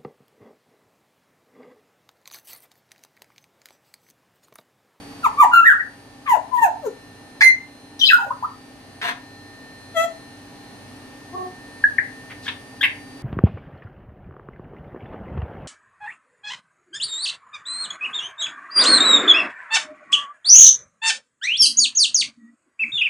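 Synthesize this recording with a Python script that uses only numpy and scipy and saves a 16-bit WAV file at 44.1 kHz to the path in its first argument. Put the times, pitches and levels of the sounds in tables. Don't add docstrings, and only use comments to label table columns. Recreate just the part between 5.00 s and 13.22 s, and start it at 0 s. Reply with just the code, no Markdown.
import sys
import numpy as np
from scipy import signal
from scipy.fft import rfft, irfft, next_fast_len
from scipy.io import wavfile
from scipy.ndimage import uniform_filter1d, minimum_filter1d, map_coordinates

SR = 44100
rng = np.random.default_rng(int(sys.argv[2]) if len(sys.argv) > 2 else 0)


def waveform_to_disk(signal):
    frames = np.transpose(np.atleast_2d(signal))
    scaled = np.clip(frames, -1, 1) * 32767
    samples = np.round(scaled).astype(np.int16)
    wavfile.write(sys.argv[1], SR, samples)


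N = 362634
TOP_HZ = 15780


def amp(db):
    return 10 ** (np.asarray(db) / 20)


def unit(x):
    return x / np.sqrt(np.mean(x ** 2) + 1e-20)


def along(points, hz):
    f, v = np.transpose(points)
    return np.interp(np.log(hz + 1), np.log(f + 1), v)


def wobble(rate):
    knots = rng.standard_normal(int(N * rate / SR) + 4)
    return map_coordinates(knots, [np.arange(N) * rate / SR])


def filtered(x, response):
    m = next_fast_len(x.shape[-1] + 8192)
    spectrum = rfft(x, m) * response(np.fft.rfftfreq(m, 1 / SR))
    return irfft(spectrum, m)[..., :x.shape[-1]]


def paired(noise, alike, spectrum):
    turn = lambda hz: np.arccos(np.clip(along(alike, hz), -1, 1)) / 2
    shares = lambda hz: amp(along(spectrum, hz)) * [np.cos(turn(hz)), np.sin(turn(hz))]
    mid, side = filtered(noise, shares)
    return np.array([mid + side, mid - side])


def unsteady_sine(phase, db, apart):
    level = amp(db + 1.5 * wobble(6))
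    return np.sqrt(2) * level * np.sin(phase + np.array([[apart / 2], [-apart / 2]]))


def motor():
    # (time [s], 7th rms [dB], 16th rms [dB], 18th rms [dB])
    whine = [(.1, -60, -90, -55), (1.1, -55, -60, -61), (2.1, -50, -54.5, -66), (2.8, -54, -52, -73),
             (3.5, -54.5, -62, -55), (4.5, -45, -49, -62), (5.6, -51.5, -53.5, -63),
             (6.2, -49.5, -60.5, -61), (6.7, -46.5, -55, -61), (7.2, -45, -60, -60), (8.2, -51, -65, -56)]
    # (order, rms [dB])
    even_orders = [(9, -64), (10, -65), (11, -64), (19, -69), (21, -67.5), (22, -72), (23, -73),
                   (24, -66.5), (25, -72), (32, -74), (36, -59), (45, -71)]
    # (order, rms at first [dB], rms at speed [dB])
    low_orders = [(3 / 8, -88, -55), (4 / 8, -82, -56.5), (2 / 3, -57, -60.5), (8 / 8, -78, -49.5),
                  (9 / 8, -44.5, -50)]
    t = np.arange(N) / SR
    shaft_hz = 258.85 - 7.2 * np.exp(-t / 1.35)
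    turn = 2 * np.pi * np.cumsum(shaft_hz + 0.052 * wobble(2.5)) / SR
    s, *levels = np.transpose(whine)
    out = np.zeros((2, N))
    for k, db, apart in zip((7, 16, 18), levels, (1.0, 1.5, 1.5)):
        out += unsteady_sine(k * turn, np.interp(t, s, db), apart)
    for k, db in even_orders:
        out += unsteady_sine(int(k) * turn, db, 1.5)
    settle = np.exp(-t / 0.76)
    for k, first_db, db in low_orders:
        out += unsteady_sine(k * turn + 0.24 * wobble(27), db + (first_db - db) * settle, 0.28)
    return out


def hum():
    # (frequency [Hz], rms [dB], phase unsteadiness [rad])
    hums = [(49, -63.5, .3), (99, -56, .1), (117, -56, 1), (357, -68, 0.47), (394.4, -58.5, 0.74),
            (450, -58, 0.26), (806, -56, 0.22)]
    t = np.arange(N) / SR
    return sum(unsteady_sine(2 * np.pi * hz * t + loose * wobble(11), db, 0.083) for hz, db, loose in hums)


def air():
    # (frequency [Hz], relative level per hertz [dB])
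    colour = [(15, -32), (25, -18), (107, -13.5), (184, -10.5), (275, -1.5), (341, -13), (808, -12),
              (1420, -19.5), (1810, -17), (2190, -22), (4300, -24), (7170, -31.5), (9640, -31.5),
              (14100, -40), (15700, -71)]
    # (frequency [Hz], likeness [0-1])
    likeness = [(25, .94), (90, .97), (180, .92), (330, .75), (640, .65), (1400, .2), (3100, 0)]
    level = amp(-42.5 + 0.33 * wobble(2.252))
    return level * unit(paired(rng.standard_normal((2, N)), likeness, colour))


def note(voice, attack, hold, release, corners_hz, db, change_db, flutter):
    # (frequency [Hz], relative level [dB])
    partial_colour = [(300, 9), (2500, -15), (4500, -7.5), (7000, 12.5), (9500, -11), (12500, 9),
                      (16000, -18)]
    # (frequency [Hz], relative level per hertz [dB])
    breath_colour = [(500, -6), (2000, 24), (3500, 22), (5000, 9), (5800, 12), (6400, 20), (7100, 17.5),
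                     (8000, 22.5), (10000, 21.5), (12000, 21.5), (14000, 25.5), (15700, 11)]
    attack_db, release_db = 26, 16
    breath_db, higher_db, *partials_db = voice
    s = np.cumsum(np.abs([0, attack, hold, release]))
    t = np.arange(0, s[-1], 1 / SR)

    pitch = uniform_filter1d(np.interp(t, s, corners_hz), size=90)
    pitch *= 1 + 0.044 * flutter * map_coordinates(rng.standard_normal(200), [t * 300])
    phase = 2 * np.pi * np.cumsum(pitch) / SR
    corners_db = [-attack_db, 0, change_db, change_db - release_db]
    level_db = uniform_filter1d(np.interp(t, s, corners_db), size=90)
    effort_db = level_db - level_db.max()

    drift = lambda: amp(2.2 * map_coordinates(rng.standard_normal(60), [t * 45]))
    overtones = np.zeros(len(t))
    for k, part_db in enumerate(partials_db, start=2):
        overtones += amp(part_db) * np.sin(k * phase) * drift()
    for k in range(2 + len(partials_db), 24):
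        level = (k * pitch < TOP_HZ) * amp(higher_db + along(partial_colour, k * pitch) - 6.5)
        overtones += level * np.sin(k * phase + 2 * np.pi * rng.random()) * drift()
    sung = np.sin(phase) + overtones * amp(0.11 * effort_db)

    puffs = rng.standard_normal(len(t)) * (1 + 0.37 * np.cos(phase))
    breath = unit(filtered(puffs, lambda f: amp(along(breath_colour, f))))
    sung += amp(breath_db + 0.16 * effort_db) * breath
    shake = map_coordinates(rng.standard_normal(200), [t * 220])
    sung *= 1 + flutter * shake
    edge = np.clip(np.minimum(t, s[-1] - t) / .003, 0, 1) ** 2
    return sung * edge * amp(db + level_db)


def add_in_room(out, call, s, pan_db):
    # (frequency [Hz], time to fall 60 dB [s])
    walls = [(300, 0.14), (700, 0.34), (1300, 0.32), (2100, 0.29), (3500, 0.26), (7000, 0.31),
             (12000, 0.096)]
    # (frequency [Hz], likeness [0-1])
    echo_likeness = [(200, .95), (500, .6), (1000, .1), (2000, 0)]
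    # (time [s], lead of the left port [samples])
    left_lead = [(0, 8), (3.5, 7), (6.5, 2)]
    noise = paired(rng.standard_normal((2, SR // 2)), echo_likeness, [(1, 0)])
    hz, t, z = signal.stft(noise, SR, nperseg=256)
    decay = amp(-60 * t / along(walls, hz)[:, None])
    late = signal.istft(z * decay, SR, nperseg=256)[1]
    early = late * amp(-60 * np.arange(late.shape[1]) / SR / .06)
    tail = amp(-5) * late / np.linalg.norm(late[0]) + amp(-7) * early / np.linalg.norm(early[0])
    path = np.pad(tail, ((0, 0), (130, 0)))
    lead = round(np.interp(s, *np.transpose(left_lead)))
    path[0, 0] = path[1, lead] = 1
    heard = signal.fftconvolve(call[None], path, axes=1)
    loudness = 1.77 * np.linalg.norm(call) * amp([[pan_db / 2], [-pan_db / 2]])
    heard *= loudness / np.linalg.norm(heard, axis=1, keepdims=True)
    i = round(s * SR)
    out[:, i:i + heard.shape[1]] += heard[:, :N - i]


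def rasp(length, rate, air_share, modes):
    n = round(length * SR)
    slaps = np.zeros(n + 2000)
    gaps, sizes = rng.uniform(.5, 1.5, 200), amp(rng.normal(0, 3, 200))
    at = ((np.cumsum(gaps) - gaps[0]) * SR / rate).astype(int)
    slaps[at[at < n]] = sizes[at < n]
    slaps[:n] += air_share * rng.standard_normal(n)
    slaps[:n] *= np.sin(np.pi * np.linspace(.15, .95, n) ** 0.71)

    def throat(f):
        return sum((-1) ** k * amp(db) * 1j * f * width / (centre * centre - f * f + 1j * f * width)
                   for k, (centre, width, db) in enumerate(modes))

    x = filtered(slaps, lambda f: throat(f) / (1 + 1j * f / 13000) ** 2)
    return x / np.sqrt(np.sum(x ** 2) / n)


def parrot():
    notes = [ (0.227, 0.018, 0.022, 0.0086, 1500, 1300, 924, 743, -13, -0.5, 1, 0.11, 2.5, "glide"),
             (0.369, .04, .028, .012, 1120, 1204, 913, 680, -5, 0.5, -3, 0.35, 0, "glide"),
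             (0.513, 0.026, 0.057, 0.0043, 1410, 1408, 1370, 1370, -2.5, -1, -0.5, 0.22, 3, "whistle"),
             (0.611, .012, 0.024, 0.008, 1353, 1360, 1356, 1300, -12.5, 0, -7, 0.58, 1, "whistle"),
             (0.639, .024, .034, 0.039, 1558, 1946, 1600, 1258, 2.5, -3.5, -1.5, 0.42, 0, "thin"),
             (0.789, 0.0119, 0.012, 0.01, 1920, 1893, 1764, 1660, -13, -4, 1, 0.3, 7.5, "pop"),
             (1.256, .04, .028, .05, 1280, 1011, 949, 560, -9, 2.5, 1.5, .15, 3.5, "glide"),
             (1.51, 0.027, 0.056, 0.01, 1019, 997, 957, 930, -17, 4.5, -1, .05, 10, "thin"),
             (1.57, .016, 0.036, 0.026, 1910, 1845, 1810, 1830, -23, -7.5, 6, 0, 8, "pop"),
             (1.595, .036, .038, 0.022, 929, 913, 711, 585, -3.5, -11.5, 0, 0, 1.5, "glide"),
             (1.803, .027, .036, 0.024, 740, 619, 469, 344, -34, 18.5, 1, 0, 3.5, "glide"),
             (2.406, 0.0055, 0.0054, 0.0059, 1676, 1708, 1750, 1670, -1, -15, -1, 0, 1.1, "shrill"),
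             (2.419, 0.005, 0.0565, 0.014, 2060, 2090, 2075, 2010, -0.5, -3.3, -1, 0.13, -2.2, "shrill"),
             (3.006, 0.01, 0.031, 0.015, 3630, 3102, 3046, 3350, -7, -3, -3, 0.2, 7.5, "thin"),
             (3.05, 0.0072, 0.014, 0.0025, 4970, 4880, 4820, 4600, -23.5, 9.5, -6, 0.47, 8, "thin"),
             (3.064, .006, .009, 0.015, 4400, 4080, 3820, 3480, -9.5, -3, -1, 0.25, 5, "thin"),
             (3.086, 0.0035, 0.0034, 0.0064, 2560, 2650, 2590, 2490, 1, -5, 0, 0.27, 8, "thin"),
             (3.098, .005, 0.0194, 0.0058, 1920, 1820, 1392, 1420, -3, -2, 4.5, 0.54, -1, "thin"),
             (3.126, 0.0066, 0.032, .03, 1420, 1430, 1450, 1380, -2, -9.5, 0.5, 0.4, -1, "thin"),
             (3.17, 0.0046, .074, 0.0091, 1120, 999, 780, 780, -24, 1, 0.5, 0.65, 0, "glide"),
             (3.26, .006, 0.017, 0.013, 570, 590, 544, 490, -31, -4, 0, 0.24, 9, "glide"),
             (3.299, .011, 0.0031, 0.007, 840, 1050, 1077, 1080, -8, -1.5, 2, 0.5, 3, "pop"),
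             (3.316, 0.0039, 0.0066, 0.0021, 1118, 1200, 1350, 1320, -24.5, 4, 6, 0.6, -12.5, "pop"),
             (3.423, 0.0033, 0.027, 0.0035, 900, 928, 1351, 1350, -19.5, -0.5, 5.5, 0.62, 0, "pop"),
             (4.94, 0.0308, 0.0742, 0.0076, 691, 652, 668.8, 670, -16, -2, 1.5, 0.14, 3, "squawk"),
             (6.32, 0.0304, 0.1, 0.021, 338, 368, 367, 350, -29.5, -3.5, -0.5, 0.13, -1.1, "hoot"),
             (6.837, 0.0047, 0.007, 0.01, 1692, 1703, 1670, 1650, -0.5, -10, -0.5, .05, 0, "pop"),
             (6.981, .003, 0.0042, .005, 2310, 2095, 1680, 1830, -10.5, 4, -5, 0.1, 3.5, "pop"),
             (7.461, 0.0068, .002, 0.0033, 1720, 1630, 1640, 1597, -22, -4, -1, 0.32, 2.2, "chirp"),
             (7.807, 0.0069, 0.0028, .003, 1546, 1660, 1825, 1810, -18.5, -5.5, 2.5, .3, 5, "chirp"), ]
    rasps = [ (1.262, 0.043, 424, 0.48, -34, 2, [(1730, 280, -5.5), (2290, 900, -11.5),
             (3400, 510, -16.5)]), (2.408, 0.03, 291, 0.047, -13, 1, [(840, 370, -12), (1915, 195, 9),
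             (2316, 102, 12), (4560, 620, -3), (7040, 3900, -18.5), (11000, 4200, -24)]),
             (2.993, 0.037, 501, 0.39, -28, 3, [(3570, 280, -16), (5800, 140, -10), (11900, 1200, -37.5)]),
             (3.035, 0.079, 504, .3, -20, 2, [(3340, 140, 22.5), (4160, 1350, 9), (5160, 540, 5),
             (6140, 310, -25.5), (13700, 2100, -9)]), (4.015, 0.011, 185, 0.13, -26, 1, [(1720, 300, 6),
             (3270, 1000, -4.5), (5000, 1200, -11)]), (4.027, 0.1, 121.1, 0.047, -24.5, 2.6, [(200, 25, -9),
             (447, 63, -7), (712, 19, 3.5), (978, 48, 7), (1790, 500, 2), (3700, 1120, -7),
             (6140, 370, -15), (8200, 1800, -22.5), (11400, 2300, -19.5)]),
             (7.299, 0.036, 430, 0.083, -42, 1.1, [(1610, 560, -1.5), (2280, 490, -1), (3100, 480, -7)]),
             (7.428, 0.068, 940, .3, -49, 1, [(4300, 2000, 21), (9500, 4500, -4)]),
             (7.455, 0.078, 497, 0.24, -41, 2.2, [(1660, 440, 2), (3430, 490, 3), (5570, 1500, -16.5)]),
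             (7.48, 0.016, 350.7, 0.11, -26, 2.5, [(1000, 62, 5.5), (1700, 190, 8.5), (2900, 1100, 4),
             (3560, 380, 9), (5600, 860, -30.5), (12200, 3600, -42)]),
             (7.83, 0.028, 277.4, 0.11, -16, 1, [(1060, 62, -7), (1600, 300, -4.5), (2100, 370, 4.5),
             (2840, 390, 1), (3670, 290, -9.5), (5430, 1100, -46), (9050, 2500, -30.5),
             (12100, 1200, -24.5)]), ]
    voices = { "glide": (-30.5, -38.5, -17, -29), "whistle": (-38.5, -40, -16.5, -40.5, -69, -38),
              "shrill": (-36.5, -38.5, -19, -26, -52, -26.5), "thin": (-34, -48, -33, -51),
              "pop": (-42.5, -61, -55, -65), "hoot": (-54, -52, -3, -5),
              "squawk": (-26, -28, -9, -9.5, -22.5, -14.5, -28, -35), "chirp": (-23.5, -44, -3.5, -30), }
    # (frequency [Hz], left-right [dB])
    lean = [(2500, 0), (4500, 2), (8000, -4), (15000, -5)]
    out = np.zeros((2, N))
    for s, attack, hold, release, *corners_hz, db, change_db, bright_db, flutter, pan_db, voice in notes:
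        timbre = np.add(voices[voice], bright_db)
        call = note(timbre, attack, hold, release, corners_hz, db, change_db, flutter)
        add_in_room(out, call, s, pan_db)
    for s, length, rate, air_share, db, pan_db, modes in rasps:
        add_in_room(out, amp(db) * rasp(length, rate, air_share, modes), s, pan_db)
    return filtered(out, lambda hz: amp(along(lean, hz) * [[.5], [-.5]]))


def scene():
    return parrot() + motor() + hum() + air()


def record(dry):
    keep = np.exp(-1 / (1.5 * SR))
    loud = signal.lfilter([1 - keep], [1, -keep], np.mean(dry ** 2, axis=0))
    x = dry * (1 + loud / amp(-21.5) ** 2) ** -.25
    needed = np.minimum(1, .99 / (np.abs(x).max(axis=0) + 1e-9))
    x = x * uniform_filter1d(minimum_filter1d(needed, size=265), size=131)
    return filtered(x, lambda hz: hz < TOP_HZ)


dry = scene()
out = record(dry)
waveform_to_disk(out)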